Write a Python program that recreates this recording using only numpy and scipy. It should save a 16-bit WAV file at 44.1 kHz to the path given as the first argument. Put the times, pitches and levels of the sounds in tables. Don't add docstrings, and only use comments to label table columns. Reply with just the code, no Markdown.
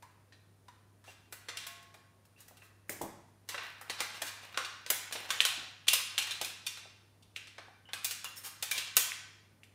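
import sys
import numpy as np
from scipy import signal
from scipy.fft import rfft, irfft, next_fast_len
from scipy.io import wavfile
from scipy.ndimage import uniform_filter1d, map_coordinates

SR = 44100
rng = np.random.default_rng(int(sys.argv[2]) if len(sys.argv) > 2 else 0)


def unload_wav(signal):
    wavfile.write(
        sys.argv[1],
        SR,
        np.round(np.clip(np.atleast_2d(signal).T, -1, 1) * 32767).astype(np.int16),
    )


N = 429534

# (time [s], level [dB], body [dB re level], sheen [dB re level])
SNAP_EVENTS = [(0.024, -63, 4.5, -0.5), (0.323, -60.5, -4.5, -15), (0.682, -62.5, 3, -7),
               (1.04, -67.5, 4, -1), (1.324, -52, 0.5, 7), (1.485, -40.5, -2, -11.5),
               (1.57, -39.5, -14.5, -7), (1.667, -48.5, -4, 1.5), (1.826, -69, 2, 2.5),
               (1.941, -61.5, 1, -1), (2.252, -73.5, -1, 4), (2.404, -69.5, -10, 13.5),
               (2.481, -66, 1, 8.5), (2.57, -63.5, -5, 1.5), (2.621, -70, 9, -4), (2.895, -53, -8, 13),
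               (3.015, -53.5, -2, 11.5), (3.489, -42, -5.5, -0.5), (3.543, -44.5, 5.5, -15),
               (3.578, -41, 0.5, -25), (3.812, -60.5, 11, 7.5), (3.897, -37.5, -3.5, -7),
               (4.004, -36.5, -3.5, -2.5), (4.218, -40.5, 0, 1), (4.543, -48.5, 0.5, -23),
               (4.573, -35.5, 1, -9), (4.647, -42, -13, -10), (4.863, -43.5, -6, -10), (4.901, -34, -3, 7),
               (5.124, -39.5, -6.5, -1.5), (5.153, -40, -6, -19), (5.304, -34, -4, -5),
               (5.404, -30.5, -7, -6.5), (5.451, -31, -8.5, -2), (5.881, -25, -16.5, -3),
               (5.932, -27.5, -11, 2), (6.179, -30.5, -9.5, -4), (6.221, -38, -21, -8),
               (6.27, -46, -2.5, -3), (6.308, -36, -10.5, -7), (6.413, -36.5, -7, -2),
               (6.446, -39, -16, -1), (6.665, -36.5, -15, -4.5), (6.772, -49, -4, -6.5),
               (6.895, -65.5, -6, -14.5), (7.224, -62.5, -18, -8), (7.36, -45, -9.5, -9),
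               (7.471, -54.5, -7, -10), (7.581, -50, 1, -17), (7.888, -58, 4, -22),
               (7.933, -40.5, -4.5, -4.5), (8.045, -35.5, -12, 5.5), (8.109, -38.5, -9.5, 0),
               (8.243, -48, -1.5, 2.5), (8.625, -36.7, -9, 0.5), (8.712, -36, -10, 2),
               (8.778, -35.5, -19, -3.5), (8.87, -44.5, -13, -27), (8.967, -30, -9, 8),
               (9.633, -63, -12.5, -3)]
# (time [s], level [dB], sheen [dB re level], length [s])
SCRAPE_EVENTS = [(1.052, -61.5, -4, 0.087), (1.608, -52, -15, 0.05), (2.374, -67, 0, 0.069),
                 (2.626, -69.5, 3, 0.044), (2.905, -60, 10, 0.035), (3.505, -51, -4, 0.035),
                 (3.592, -51, -25, 0.058), (3.983, -44, -14.5, 0.049), (4.13, -54.5, -5, 0.059),
                 (4.25, -48.5, -1, 0.052), (4.416, -57, -8, 0.044), (5.286, -50, -5.5, 0.02),
                 (5.868, -47, -12, 0.016), (8.359, -61.5, 12.5, 0.04), (8.435, -51, 6.5, 0.052),
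                 (8.731, -45, -8.5, 0.092)]
# (time [s], level [dB], pitch [Hz])
POP_EVENTS = [(2.8948, -26, 1960), (3.016, -27, 860), (5.405, -4.5, 3130), (5.885, -5.5, 3150),
              (6.18, -11, 3200), (7.363, -24, 2680), (7.934, -24, 3440), (9.12, -23, 2230),
              (9.634, -40.5, 2500)]
# (time [s], level [dB])
THUD_EVENTS = [(2.895, -43.5), (3.013, -37), (3.034, -45), (3.058, -53), (5.575, -54)]
# (time [s], level [dB])
RING_EVENTS = [(1.325, -67), (1.485, -59.5), (1.665, -55), (2.62, -72)]
# (frequency [Hz], relative level [dB], T60 [s])
CAN_MODES = [(689, -7, 1.37), (860, -13, 1.4), (1088, -2, 1.44), (1560, -13, 0.7), (1690, -9, 1.2),
             (1960, -5, 1), (2100, -11, 1), (2740, -2, 0.46), (4253, -16, 0.64)]
# (time [s], level [dB], pitch [Hz])
SQUEAK_EVENTS = [(.025, -50.5, 990), (.323, -64, 1790), (.684, -53, 1024), (1.079, -55, 2740),
                 (1.325, -54, 1890), (2.362, -66, 2690), (2.618, -57.5, 2660), (7.683, -56, 744),
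                 (7.855, -56.5, 2960), (7.89, -58, 3030), (8.25, -43, 2810), (8.37, -49, 5390),
                 (8.716, -33.5, 2350)]
# (middle [s], full width at 1/e [s], level [dB])
SQUEEZES = [(0.1, .35, -77.5), (1.55, .7, -68), (2.5, .4, -76), (3.64, .16, -56.5), (4.25, .9, -57),
            (5.35, .5, -50), (6.2, .4, -58), (8.6, .7, -74), (9.17, .22, -65)]
# (time [s], level [dB])
HOLLOW_KNOCK_EVENTS = [(1.075, -57.5), (1.323, -57.5), (1.941, -60), (2.508, -61.5), (3.897, -48),
                       (4.004, -46.5), (4.219, -50), (4.575, -51), (4.901, -44.5), (5.152, -47),
                       (6.412, -43), (6.852, -59), (7.581, -52.5), (8.777, -56), (8.967, -46)]
# (centre [Hz], width at half the dB lift [Hz], lift [dB])
SHEET_RESONANCES = [(487, 38, 5), (740, 220, 4), (1080, 8, 4.5), (1531, 21, 7.5), (1633, 110, 1),
                    (1936, 130, 2.5), (2444, 160, 3.5), (2765, 130, 5), (3100, 100, 2), (3586, 430, 3),
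                    (4055, 97, 3), (8400, 1700, 1.5)]
BAND_EDGES_HZ = [250, 900, 2200, 5500, 15500]
BAND_FLATS_HZ = [500, 780, 1100, 1900, 2550, 4100, 6500, 12500]
# (frequency [Hz], relative level [dB])
CRINKLE_SPECTRUM = [(100, -16), (500, -4.5), (1000, 2), (1600, -2.5), (3000, -2.5), (6000, -16),
                    (15000, -16)]
# (frequency [Hz], relative level [dB])
TABLE_SPECTRUM = [(28, -10), (60, -5), (150, 8), (290, 13), (420, 11), (750, 10), (1200, -9), (2500, -37),
                  (8000, -50)]
# (frequency [Hz], relative level [dB])
AIR_SPECTRUM = [(30, -24.5), (45, -3), (70, 2), (150, 4), (250, 1), (500, -4), (1000, -9), (3000, -19),
                (7000, -21.5), (8500, -23), (9100, -15), (9800, -20), (15500, -26)]
# (frequency [Hz], relative gain [dB])
HOLLOW_RESPONSE = [(100, -23), (190, -15.5), (300, -6.5), (480, -0.5), (780, 0.5), (1100, -10.5),
                   (3000, -45)]
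# (frequency [Hz], T60 [s])
ROOM_DECAY = [(150, 0.83), (500, 0.42), (1500, 0.9), (3000, 0.75), (5000, 0.78), (8000, 0.52),
              (14000, 0.29)]
# (frequency [Hz], relative level [dB])
ROOM_TAIL_COLOUR = [(150, 0.05), (500, -2), (1500, 2), (3500, -0.28), (8000, -0.11), (14000, 2)]

LEAD_SAMPLES = 512


def amp(db):
    return 10 ** (np.asarray(db) / 20)


def unit(x):
    return x / np.sqrt(np.mean(x ** 2) + 1e-20)


def along(points, hz):
    point_hz, values = np.transpose(points)
    return np.interp(np.log(hz + 1), np.log(point_hz), values)


def clock(size):
    return np.arange(size) / SR


def wobble(rate_hz):
    knots = rng.standard_normal(int(N * rate_hz / SR) + 4)
    return map_coordinates(knots, [clock(N) * rate_hz])


def coloured(x, gain):
    hz = np.fft.rfftfreq(len(x), 1 / SR)
    return irfft(rfft(x) * gain(hz), len(x))


def noise(spectrum, size):
    white = rng.standard_normal(size)
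    return unit(coloured(white, lambda hz: amp(along(spectrum, hz))))


def add(track, time_s, x):
    part = track[max(0, round(time_s * SR)):][:len(x)]
    part += x[:len(part)]


def in_room(x, wet_db, sent=None, build_s=0.0027, bounce=0.18):
    white = rng.standard_normal(SR * 3 // 4)
    hz, t, z = signal.stft(white, SR, nperseg=256)
    decay_db = 60 * t / along(ROOM_DECAY, hz)[:, None]
    fade_db = along(ROOM_TAIL_COLOUR, hz)[:, None] - decay_db
    tail = signal.istft(z * amp(fade_db), SR, nperseg=256)[1]
    tail *= 1 - np.exp(-(clock(len(tail)) / build_s) ** 2)
    tail *= amp(wet_db) / np.linalg.norm(tail)
    out = signal.fftconvolve(x if sent is None else sent, tail)
    add(out, 0, x)
    bounce_delay_s = rng.uniform(0.00034, 0.0018)
    add(out, bounce_delay_s, bounce * x)
    return out


def causal(db):
    cepstrum = irfft(np.log(amp(db)))
    half = len(cepstrum) // 2
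    folded = np.r_[cepstrum[0], 2 * cepstrum[1:half]]
    return np.exp(rfft(folded, len(cepstrum)))


def evened(z, size):
    power = np.abs(z) ** 2
    local_power = np.abs(uniform_filter1d(power, size)) + 1e-20
    return z * np.sqrt(power.mean() / local_power)


def sheet_db(hz):
    return sum(db / (1 + (2 * (hz - centre) / width) ** 2) for centre, width, db in SHEET_RESONANCES)


def band_levels(db, body_db, sheen_db, bass_db=-10):
    return db + np.array([body_db + bass_db, body_db, 0, sheen_db])


def metal_colour(levels, hz, ripple_db=2.5, ripple_hz=170, bass_slope_db=9, dulling=0.73):
    density = np.asarray(levels) - 10 * np.log10(np.diff(BAND_EDGES_HZ) / (SR / 2))
    plateaus = np.c_[BAND_FLATS_HZ, np.repeat(density, 2)]
    db = along(plateaus, hz) + sheet_db(hz)
    octaves_below = np.minimum(0, np.log2((hz + 1) / BAND_FLATS_HZ[0]))
    db += bass_slope_db * octaves_below
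    top_slope_db = dulling * np.clip(density[3] - density[2], -25, 0)
    db += top_slope_db * along([(4500, 0.14), (6000, -0.67), (9000, -0.32), (15500, 1.0)], hz)
    return db + ripple_db * map_coordinates(rng.standard_normal(256), [hz / ripple_hz])


def metal(levels, shape, spiky, wet_db):
    sizes = np.exp(spiky * np.repeat(rng.standard_normal(len(shape) // 16), 16))
    grains = unit(sizes * rng.standard_normal(len(shape)))
    slips = rfft(shape * grains)
    hz = np.fft.rfftfreq(len(shape), 1 / SR)
    sheet = causal(metal_colour(levels, hz))
    direct = irfft(evened(slips, size=280) * sheet)
    to_walls = irfft(evened(slips, size=26) * sheet)
    return in_room(direct, wet_db, sent=to_walls)


def background(hum_hz=100, hum_db=-67.5, air_db=-68.5, waver_db=1, drift_rad=.15):
    phase = 2 * np.pi * hum_hz * clock(N) + drift_rad * wobble(8)
    hum = np.sqrt(2) * np.sin(phase)
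    hum_level = amp(hum_db + waver_db * wobble(4.3))
    return hum_level * hum + amp(air_db) * noise(AIR_SPECTRUM, size=N)


def squeezing():
    t = clock(N)
    return sum(amp(db) * np.exp(-(2 * (t - middle) / length) ** 2) for middle, length, db in SQUEEZES)


def crinkle(rate_hz=150, scatter_db=6, t60_s=0.012, gain_db=-2, wet_db=-2):
    sizes_db = scatter_db * np.minimum(rng.standard_normal(N), 2)
    ticks = (rng.random(N) < rate_hz / SR) * amp(sizes_db)
    decay = amp(-60 * clock(4096) / t60_s)
    power = signal.fftconvolve(ticks ** 2, decay ** 2)[:N]
    slips = np.sqrt(np.abs(power)) * rng.standard_normal(N)
    grains = unit(coloured(slips, lambda hz: amp(along(CRINKLE_SPECTRUM, hz) + sheet_db(hz))))
    return in_room(grains * amp(gain_db) * squeezing(), wet_db)[:N]


def snaps(gain_db=-2.0, wet_db=-3, strain_db=-25, strain_s=0.023, t60_s=0.071, sheen_halves_db=38.5):
    out, t = np.zeros(N), clock(8192) - LEAD_SAMPLES / SR
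    after = np.maximum(t, 0)
    attack = 1 - np.exp(-after / .0005)
    for time_s, db, body_db, sheen_db in SNAP_EVENTS:
        levels = band_levels(db, body_db, sheen_db)
        snap_t60_s = t60_s * 2 ** (-sheen_db / sheen_halves_db)
        shape = attack * amp(-60 * after / snap_t60_s)
        shape /= np.sqrt(np.mean(shape[(t > 0) & (t < .015)] ** 2))
        shape += amp(strain_db) * np.exp(-np.abs(t) / strain_s)
        add(out, time_s + t[0], metal(levels, shape, spiky=0.39, wet_db=wet_db))
    return amp(gain_db) * out


def squeaks(width_hz=170, t60_s=0.12, wet_db=-6):
    out, t = np.zeros(N), clock(16384)
    for time_s, db, pitch_hz in SQUEAK_EVENTS:
        white = rng.standard_normal(len(t))
        tone = unit(coloured(white, lambda hz: 1 / (1 + (2 * (hz - pitch_hz) / width_hz) ** 2)))
        add(out, time_s, in_room(amp(db - 60 * t / t60_s) * tone, wet_db))
    return out


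def scrapes(gain_db=-1, wet_db=-2, body_db=-3.5):
    out, t = np.zeros(N), clock(8192) - LEAD_SAMPLES / SR
    for time_s, db, sheen_db, length_s in SCRAPE_EVENTS:
        levels = band_levels(db, body_db, sheen_db)
        swell = np.sqrt(np.abs(np.sin(np.pi * np.clip(t / length_s, 0, 1))))
        add(out, time_s + t[0], metal(levels, swell, spiky=0.22, wet_db=wet_db))
    return amp(gain_db) * out


def hollow_knocks(t60_s=0.073, wet_db=-5, attack_s=.001):
    out, t = np.zeros(N), clock(11000)
    shape = (1 - np.exp(-t / attack_s)) * amp(-60 * t / t60_s)
    response = causal(along(HOLLOW_RESPONSE, np.fft.rfftfreq(len(t), 1 / SR)))
    for time_s, db in HOLLOW_KNOCK_EVENTS:
        burst = rfft(shape * rng.standard_normal(len(t)))
        knock = irfft(evened(burst, size=40) * response)
        knock /= np.sqrt(np.mean(knock[t < .015] ** 2))
        add(out, time_s, in_room(amp(db) * knock, wet_db))
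    return out


def rings():
    out, t = np.zeros(N), clock(SR)
    for time_s, db in RING_EVENTS:
        for hz, mode_db, t60_s in CAN_MODES:
            strength = rng.uniform(.85, 1.15)
            envelope = strength * amp(db + mode_db - 60 * t / t60_s)
            add(out, time_s, envelope * np.sin(2 * np.pi * hz * t))
    return out


def pops(cycles=1.02, wet_db=-6):
    out, t = np.zeros(N), clock(512) - 256 / SR
    for time_s, db, hz in POP_EVENTS:
        pulse = np.sin(2 * np.pi * hz * t) * np.exp(-(hz * t / cycles) ** 2)
        add(out, time_s + t[0], in_room(amp(db) * pulse, wet_db))
    return out


def thuds(t60_s=0.13, wet_db=0):
    out, t = np.zeros(N), clock(16384)
    for time_s, db in THUD_EVENTS:
        knock = amp(db - 60 * t / t60_s) * noise(TABLE_SPECTRUM, size=16384)
        add(out, time_s, in_room(knock, wet_db))
    return out


def scene():
    handling = crinkle() + snaps() + squeaks() + scrapes() + hollow_knocks() + rings() + pops()
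    return (background() + handling + thuds())[None]


def record(dry, top_hz=15650):
    padded = np.pad(dry[0], (0, next_fast_len(N + 8192) - N))
    return coloured(padded, lambda hz: 1 / (1 + (hz / top_hz) ** 160))[None, :N]


dry = scene()
out = record(dry)
unload_wav(out)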